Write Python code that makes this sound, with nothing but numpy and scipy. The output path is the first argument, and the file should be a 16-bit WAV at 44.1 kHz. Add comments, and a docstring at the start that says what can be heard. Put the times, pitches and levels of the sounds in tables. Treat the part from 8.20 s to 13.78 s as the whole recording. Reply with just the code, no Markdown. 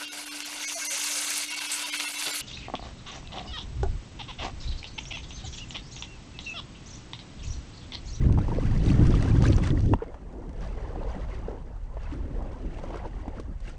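"""Bare feet wade slowly through ankle-deep water, heard from above in the open, without echo.
At first a gust buffets the microphone while the first and loudest stride pushes a wave of gurgling bubbles
and throws spray that patters back. Near 1.8 s the wind drops to a low rumble. Two gentler strides follow,
with ripples lapping between them. Throughout, trapped air resonates: clouds of small bubbles slosh and
fizz, and larger pockets close with a plop."""
import sys
import numpy as np
from scipy.fft import rfft, irfft, next_fast_len
from scipy.io import wavfile
from scipy.ndimage import map_coordinates

SR = 44100
rng = np.random.default_rng(int(sys.argv[2]) if len(sys.argv) > 2 else 0)


def wrap_up_sound(samples):
    """Save the sound to the file named by the first command line argument, as 16-bit audio."""
    columns = np.atleast_2d(samples).T
    # keep every value between -1 and 1, then stretch to whole-number steps
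    tamed = np.clip(columns, -1, 1)
    steps = np.round(tamed * 32767).astype(np.int16)
    wavfile.write(sys.argv[1], SR, steps)


N = 246078


def amp(db):
    """Amplitude grows tenfold for every 20 dB."""
    return 10 ** (np.asarray(db) / 20)


def unit(x):
    """Normalisation to an rms of 1."""
    return x / np.sqrt(np.mean(x ** 2) + 1e-20)


def wobble(rate):
    """Smooth random modulation: a spline through rate random knots a second."""
    knots = rng.standard_normal(int(N * rate / SR) + 4)
    return map_coordinates(knots, [np.arange(N) * rate / SR])


def coloured(x, spectrum):
    """A minimum-phase filter through (Hz, dB) points is causal, so attacks stay sharp."""
    m = 2 * next_fast_len(N // 2 + SR // 4)
    hz, db = np.transpose(spectrum)
    log_hz = np.log(np.fft.rfftfreq(m, 1 / SR) + 1)
    log_gain = np.log(amp(np.interp(log_hz, np.log(hz), db)))
    cepstrum = irfft(log_gain, m)[:m // 2]
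    cepstrum[1:] *= 2
    return irfft(rfft(x, m) * np.exp(rfft(cepstrum, m)), m)[:N]


def noise(spectrum):
    """Filtered white noise takes on the spectrum of the filter; its rms is 1."""
    return unit(coloured(rng.standard_normal(N), spectrum))


def placed(starts, waves):
    """Superposition: the rows of waves add, each from its start in seconds."""
    index = (np.asarray(starts) * SR).astype(int)[:, None] + np.arange(waves.shape[1])
    return np.bincount(np.maximum(index, 0).ravel(), waves.ravel(), N)[:N]


def swells(peak_s, db, rise_s, fall_s):
    """Incoherent sounds add in power: a sum of Gaussian swells, each with its own rise and fall."""
    late = np.arange(N) / SR - peak_s[:, None]
    width = np.where(late < 0, np.reshape(rise_s, (-1, 1)), np.reshape(fall_s, (-1, 1)))
    return amp(db) ** 2 @ np.exp(-np.minimum((late / width) ** 2, 50))


# Spectrum of the open air. 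Each row: frequency in Hz, relative level in dB.
AIR_SPECTRUM = [(100, 7), (500, -8), (1500, -21.5), (3000, -31), (5000, -35.5), (6200, -29), (7400, -28.5),
                (9200, -33.5)]
def air():
    """Stationary noise makes a faint, even hush."""
    return amp(-54.5) * noise(AIR_SPECTRUM)


# One gust, then a breeze. Each row: time in seconds, strength in dB.
WIND_STRENGTH = [(0, -24.5), (.12, -22), (.26, -27.5), (.48, -26.5), (.8, -21.3), (1.0, -23), (1.3, -22),
                 (1.45, -25.5), (1.62, -25), (1.735, -22), (1.82, -42.5), (2.04, -42), (2.4, -34),
                 (3.17, -32), (3.38, -38), (4.12, -30.5), (4.42, -35.5), (5.57, -36)]
# Spectra of large, medium and small eddies. Each row: frequency in Hz, relative level in dB.
RUMBLE_SPECTRUM = [(12, -15), (25, -0.5), (35, 0), (60, -3.5), (90, -11.5), (130, -17.5), (200, -29),
                   (400, -48.5), (1000, -76.5)]
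BUFFET_SPECTRUM = [(30, -11.5), (70, 1.5), (110, 5), (160, -2.5), (300, -13.5), (600, -38), (3000, -94)]
FLUTTER_SPECTRUM = [(100, -18), (200, -5), (290, -2.5), (380, -10), (600, -24), (1500, -59)]
def wind(onset_db=-28.5, knee_db=3.14):
    """Turbulence at the microphone: slow eddies always rumble; fast ones break off in strong wind."""
    time_s, db = np.transpose(WIND_STRENGTH)
    strength_db = np.interp(np.arange(N) / SR, time_s, db)
    shedding = .5 + .5 * np.tanh((strength_db - onset_db) / knee_db)
    rumble = amp(strength_db - 0.08) * noise(RUMBLE_SPECTRUM)
    buffet = amp(strength_db + 1.53 + 1.66 * wobble(35.08)) * noise(BUFFET_SPECTRUM)
    flutter = amp(strength_db - 11.5 + 5.25 * wobble(55)) * noise(FLUTTER_SPECTRUM)
    return rumble + shedding * (buffet + flutter)


def bubbles(hz, cycles, swell_cycles, glide, length_s):
    """Damped resonance, one bubble a row: each swells, decays and rises in pitch nearing the surface."""
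    turns = hz[:, None] * np.arange(int(length_s * SR)) / SR
    age = turns / np.maximum(cycles, 2)[:, None]  # 1 after 20 dB of decay
    envelope = (1 - np.exp(-(turns / swell_cycles) ** 2)) * 10 ** -age
    phase = 2 * np.pi * turns * (1 + glide * np.minimum(age, 2))
    return envelope / envelope.max(axis=1, keepdims=True) * np.sin(phase)


def bubble_cloud(spectrum, centre_hz, octaves, cycles, scatter_db, wash_db, count):
    """Random resonators superpose over a wash of bubbles too small to tell apart; the rms is 1."""
    when, pitch, size, life = rng.random((count, 4)).T
    drift_octaves = 0.3005 * wobble(22)[(when * N).astype(int)]  # bubbles born together are alike
    hz = centre_hz * 2 ** (octaves * (2 * pitch - 1) + drift_octaves)
    decay_cycles = cycles * 2 ** (2 * life - 1)
    length_s = min(3 * cycles / centre_hz, .05)
    waves = bubbles(hz, decay_cycles, swell_cycles=0.35 * cycles, glide=0.017, length_s=length_s)
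    gain = amp(scatter_db * np.minimum(-np.log(1 - size), 4))  # most are faint, a few stand out
    cloud = unit(placed(when * N / SR, waves * gain[:, None]))
    return unit(unit(coloured(cloud, spectrum)) + amp(wash_db) * noise(spectrum))


# Large air pockets closing. Each row: start in seconds, pitch in Hz, relative peak in dB,
# cycles per 20 dB of decay (values below 2 act as 2).
AIR_POCKETS = [(.1756, 870, -23.5, 2), (.1837, 823, -25, 4.5), (.2819, 813, -25, -0.5),
               (.3161, 916, -27, 14), (.3681, 448, -29, 6), (.3845, 456, -14.5, 1), (.7009, 2610, -27, 16),
               (.94, 1165, -24.5, 7.5), (1.0258, 1870, -26.5, 9), (1.241, 1180, -24.5, 9.5),
               (1.2543, 1580, -22, 16), (1.279, 2560, -26, 16), (1.296, 520, -21, 5.5),
               (1.2976, 300, -10, 3), (1.3308, 2854, -21, -1), (1.3653, 5730, -24.5, 3),
               (1.4367, 1990, -29.5, 17), (1.505, 3350, -25, 8), (1.5742, 1870, -32.5, 13),
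               (1.7365, 894, -10.5, 4), (1.8024, 1410, -38, 17), (1.8193, 448, -20.5, 11),
               (1.8201, 896, -36, 12), (2.7572, 722, -27, 4), (3.2821, 444, -22.5, 5),
               (3.7684, 580, -27, -1), (3.9196, 287, -28, 18), (4.2207, 700, -32, 3),
               (4.6374, 535, -26, 4.5), (4.7052, 635, -27.5, 3), (4.743, 1010, -26, 3),
               (4.769, 1330, -37, 18), (4.8537, 542, -32.5, 15), (5.0566, 760, -31.5, 4),
               (5.0778, 259, -26, 2), (5.0782, 776, -31.5, 4.5), (5.184, 1300, -35, 6),
               (5.196, 433, -27.5, -0.5)]
def plops():
    """Trapped air acts as a spring against the mass of the water and rings briefly."""
    start_s, hz, db, cycles = np.transpose(AIR_POCKETS)
    rings = bubbles(hz, cycles, swell_cycles=0.95, glide=0.024, length_s=0.02)
    return placed(start_s, amp(db - 2.8)[:, None] * rings)


# Water striking the surface. Each row: start in seconds, relative spatter and gulp levels in dB,
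# time to decay by 60 dB in seconds.
IMPACTS = [(0.097, -58, -34, 0.038), (.1249, -30.5, -60, .01), (0.187, -39.5, -23.5, 0.025),
           (0.868, -29, -45, .025), (1.0242, -24.5, -31, 0.014), (1.2217, -27.5, -28, 0.02),
           (1.2644, -31, -35, 0.034), (1.3812, -35, -23.5, 0.036), (1.4357, -33.5, -30.5, 0.052),
           (1.473, -26, -23, .017), (1.6055, -30, -50, 0.011), (1.6587, -34, -55, 0.01),
           (1.7358, -35, -12, 0.02), (1.7874, -57, -37, .019), (1.822, -73, -35, .095),
           (1.9425, -53, -35.5, 0.043), (2.1255, -50.5, -48, .029), (2.2922, -46, -38, 0.022),
           (2.3301, -49, -59, .025), (2.708, -64, -48, .046), (2.951, -52, -40, 0.019),
           (3.769, -62, -38.5, 0.056), (4.223, -49, -43, .03), (4.3306, -49, -42, .02),
           (4.584, -50, -32.5, 0.052), (4.6364, -45, -45, .027), (4.705, -49, -31.5, 0.039),
           (4.7564, -42.5, -34, .03), (4.7718, -39, -44, .021), (5.08, -47, -34, 0.027),
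           (5.1982, -38, -34.5, .03), (5.402, -48.5, -50, 0.043)]
# Spectra of droplets and of closing hollows. Each row: frequency in Hz, relative level in dB.
SPRAY_SPECTRUM = [(600, -30.5), (1800, 1.5), (3000, 1), (4500, -4), (6200, -4), (7400, -7), (9200, -9)]
GULP_SPECTRUM = [(100, -31), (300, 11.5), (550, 0.5), (1000, 2.5), (1500, -9), (3200, -16.5), (4200, -39),
                 (9000, -55)]
def slaps(attack_s=0.00075):
    """Impact and cavity collapse: falling water spatters brightly and its hollow shuts with a gulp."""
    start_s, spatter_db, gulp_db, decay_s = np.transpose(IMPACTS)
    t = np.arange(SR // 8) / SR
    envelope = amp(-60 * t / decay_s[:, None]) * (1 - np.exp(-t / attack_s))
    spatter = noise(SPRAY_SPECTRUM) * placed(start_s, amp(spatter_db - 3.5)[:, None] * envelope)
    gulp = noise(GULP_SPECTRUM) * placed(start_s, amp(gulp_db - 1.0)[:, None] * envelope)
    return spatter + gulp


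# Pushes of the shin. Each row: peak time in seconds, relative level in dB, fall time in seconds.
SHIN_SHOVES = [(2.2, -43, 0.29), (2.634, -42, 0.018), (2.77, -43, 0.095), (2.96, -40, 0.038),
               (3.282, -44.5, 0.16), (3.965, -40.5, 0.034), (4.15, -42, 0.26), (4.446, -37.5, .05),
               (4.662, -41.5, 0.072), (4.954, -45, 0.075), (5.078, -43, 0.017), (5.177, -38.5, 0.031),
               (5.288, -40, 0.03), (5.485, -47.5, 0.052)]
def shoves():
    """Displacement: the shin drives deeper water aside. Gives swirl power over time."""
    peak_s, db, fall_s = np.transpose(SHIN_SHOVES)
    return swells(peak_s, db, 0.51 * fall_s, fall_s)


# Waves beside the leg. Each row: peak time in seconds, relative level in dB, fall time in seconds.
FOLDING_WAVES = [(0.087, -49, 0.061), (0.297, -41.5, 0.04), (0.805, -45, .08), (1.219, -38, 0.02),
                 (1.393, -45, .03), (1.456, -46, .04), (1.564, -48, 0.074), (1.66, -53, .035),
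                 (1.834, -47.5, .12), (2.167, -49.5, 0.12), (2.83, -44, 0.13), (3.294, -45, 0.08),
                 (3.504, -50.5, 0.069), (3.725, -51.5, 0.078), (3.907, -48, .05), (4.217, -44, 0.064),
                 (4.745, -44, 0.025), (4.839, -39.5, 0.025), (5.14, -50.5, .04), (5.28, -54, 0.045),
                 (5.49, -54.5, 0.075)]
def gurgles():
    """Air entrainment: a wave folds over and traps bubbles. Gives slosh power over time."""
    peak_s, db, fall_s = np.transpose(FOLDING_WAVES)
    return swells(peak_s, db, 0.61 * fall_s, fall_s)


# Sheets of water. Each row: peak time in seconds, relative splash and spray levels in dB.
THROWN_SHEETS = [(.02, -51, -58), (.1, -74, -64), (0.679, -46, -47), (1.252, -53, -44), (1.32, -47, -51),
                 (1.451, -43, -47.5), (1.58, -57.5, -57), (1.659, -68, -57.5), (1.83, -58, -86),
                 (2.43, -53, -58), (2.9, -55.5, -64), (3.13, -54, -62.5), (3.84, -53, -68),
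                 (3.919, -54.5, -60), (4.58, -68, -62), (4.751, -52, -64), (5.18, -60, -67),
                 (5.471, -53, -57)]
def throws():
    """Water flung up by a foot falls back under gravity. Gives splash and spray power over time."""
    peak_s, *levels_db = np.transpose(THROWN_SHEETS)
    return [swells(peak_s, db, rise_s=0.025, fall_s=0.051) for db in levels_db]


# Sweeps of a leg. Each row: times of start, greatest speed and footfall in seconds,
# then relative slosh, splash and spray levels in dB.
LEG_SWEEPS = [(0.192, 0.973, 1.31, -43.5, -46.5, -50.5), (2.374, 2.884, 3.324, -45.5, -55.5, -63.5),
              (3.815, 4.706, 5.17, -48, -56.5, -65.5)]
def strides():
    """Drag: a leg stirs most when it is fastest. Gives slosh, splash and spray power over time."""
    onset, build, ease, settle = 151, 8, 10.5, 73  # slopes in dB per second
    t = np.arange(N) / SR
    columns = np.transpose(LEG_SWEEPS)
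    start, fastest, footfall = columns[:3, :, None]
    rising_db = onset * np.maximum(start - t, 0) + build * np.maximum(fastest - t, 0)
    falling_db = ease * np.maximum(t - fastest, 0) + settle * np.maximum(t - footfall, 0)
    return amp(columns[3:]) ** 2 @ amp(-rising_db - falling_db) ** 2


def stirring(lap_slosh_db=-68, lap_splash_db=-66, lap_spray_db=-72):
    """The powers of all motions add to steady lapping. Gives swirl, slosh, splash and spray in dB."""
    slosh, splash, spray = strides()
    thrown_splash, thrown_spray = throws()
    slosh += gurgles() + amp(lap_slosh_db) ** 2
    splash += thrown_splash + amp(lap_splash_db) ** 2
    spray += thrown_spray + amp(lap_spray_db) ** 2
    swirl = shoves() + 0.1 * slosh
    return 10 * np.log10([swirl, slosh, splash, spray])


# Spectra of large, medium and small bubbles. Each row: frequency in Hz, relative level in dB.
SWIRL_SPECTRUM = [(60, -21), (160, 1), (300, -1.5), (420, -4), (1000, -49.5)]
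SLOSH_SPECTRUM = [(100, -29.5), (280, 1.5), (370, -2), (500, -1.5), (750, -4), (1000, -4), (1300, -10.5),
                  (2000, -16.5), (3500, -50), (9000, -75.5)]
SPLASH_SPECTRUM = [(300, -37.5), (800, -2), (1300, -5), (1950, -4.5), (2700, -4.5), (4000, -13.5),
                   (9000, -41.5)]
def wading():
    """Resonant pitch rises as bubbles get smaller: pushed water gurgles, thrown water fizzes."""
    swirl_db, slosh_db, splash_db, spray_db = stirring()
    surge = wobble(45)  # the water breaks in short, uneven spurts
    swirl = bubble_cloud(SWIRL_SPECTRUM, centre_hz=243.8, octaves=0.62, cycles=3.44,
                         scatter_db=1.5, wash_db=-2.5, count=900)
    slosh = bubble_cloud(SLOSH_SPECTRUM, centre_hz=699.7, octaves=0.791, cycles=6.2,
                         scatter_db=2.5, wash_db=-8.0, count=2600)
    splash = bubble_cloud(SPLASH_SPECTRUM, centre_hz=1656.4, octaves=0.698, cycles=15.4,
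                          scatter_db=3.5, wash_db=-2.5, count=3000)
    tinkle = bubble_cloud(SPRAY_SPECTRUM, centre_hz=5000, octaves=.85, cycles=17.2,
                          scatter_db=5.0, wash_db=-28, count=2200)
    spray = bubble_cloud(SPRAY_SPECTRUM, centre_hz=5160, octaves=.9, cycles=3.1,
                         scatter_db=6.0, wash_db=4, count=6000)
    # the harder the splash, the more its separate droplets stand out
    droplets_db = spray_db + 0.28 * (spray_db - spray_db.max())
    return (swirl * amp(swirl_db - 1.5)
            + slosh * amp(slosh_db + 0.87 + 0.87 * surge)
            + splash * amp(splash_db + 1.0 + 1.56 * surge)
            + tinkle * amp(droplets_db - 2.5)
            + spray * amp(spray_db - 0.2 + 1.2 * surge + 2.0 * wobble(220)))


def scene():
    """In a free field the direct sounds add without echo, here in one channel."""
    return (wading() + plops() + slaps() + wind() + air())[None]


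# Response of the microphone port. Each row: frequency in Hz, gain in dB.
PORT_RESPONSE = [(2050, 0), (2450, -4), (2750, -1.5), (3800, -2), (4900, 2.5), (5220, -2), (5600, 2),
                 (7000, -1)]
def record(dry, limit_hz=9250, edge_hz=200):
    """Linear filtering: the microphone port colours the treble and a band limit cuts off the top."""
    m = next_fast_len(N + SR // 2)
    hz = np.fft.rfftfreq(m, 1 / SR)
    spectrum = rfft(coloured(dry[0], PORT_RESPONSE), m)
    low_pass = np.clip((limit_hz - hz) / edge_hz + .5, 0, 1)
    return irfft(spectrum * low_pass, m)[None, :N]


dry = scene()
out = record(dry)
wrap_up_sound(out)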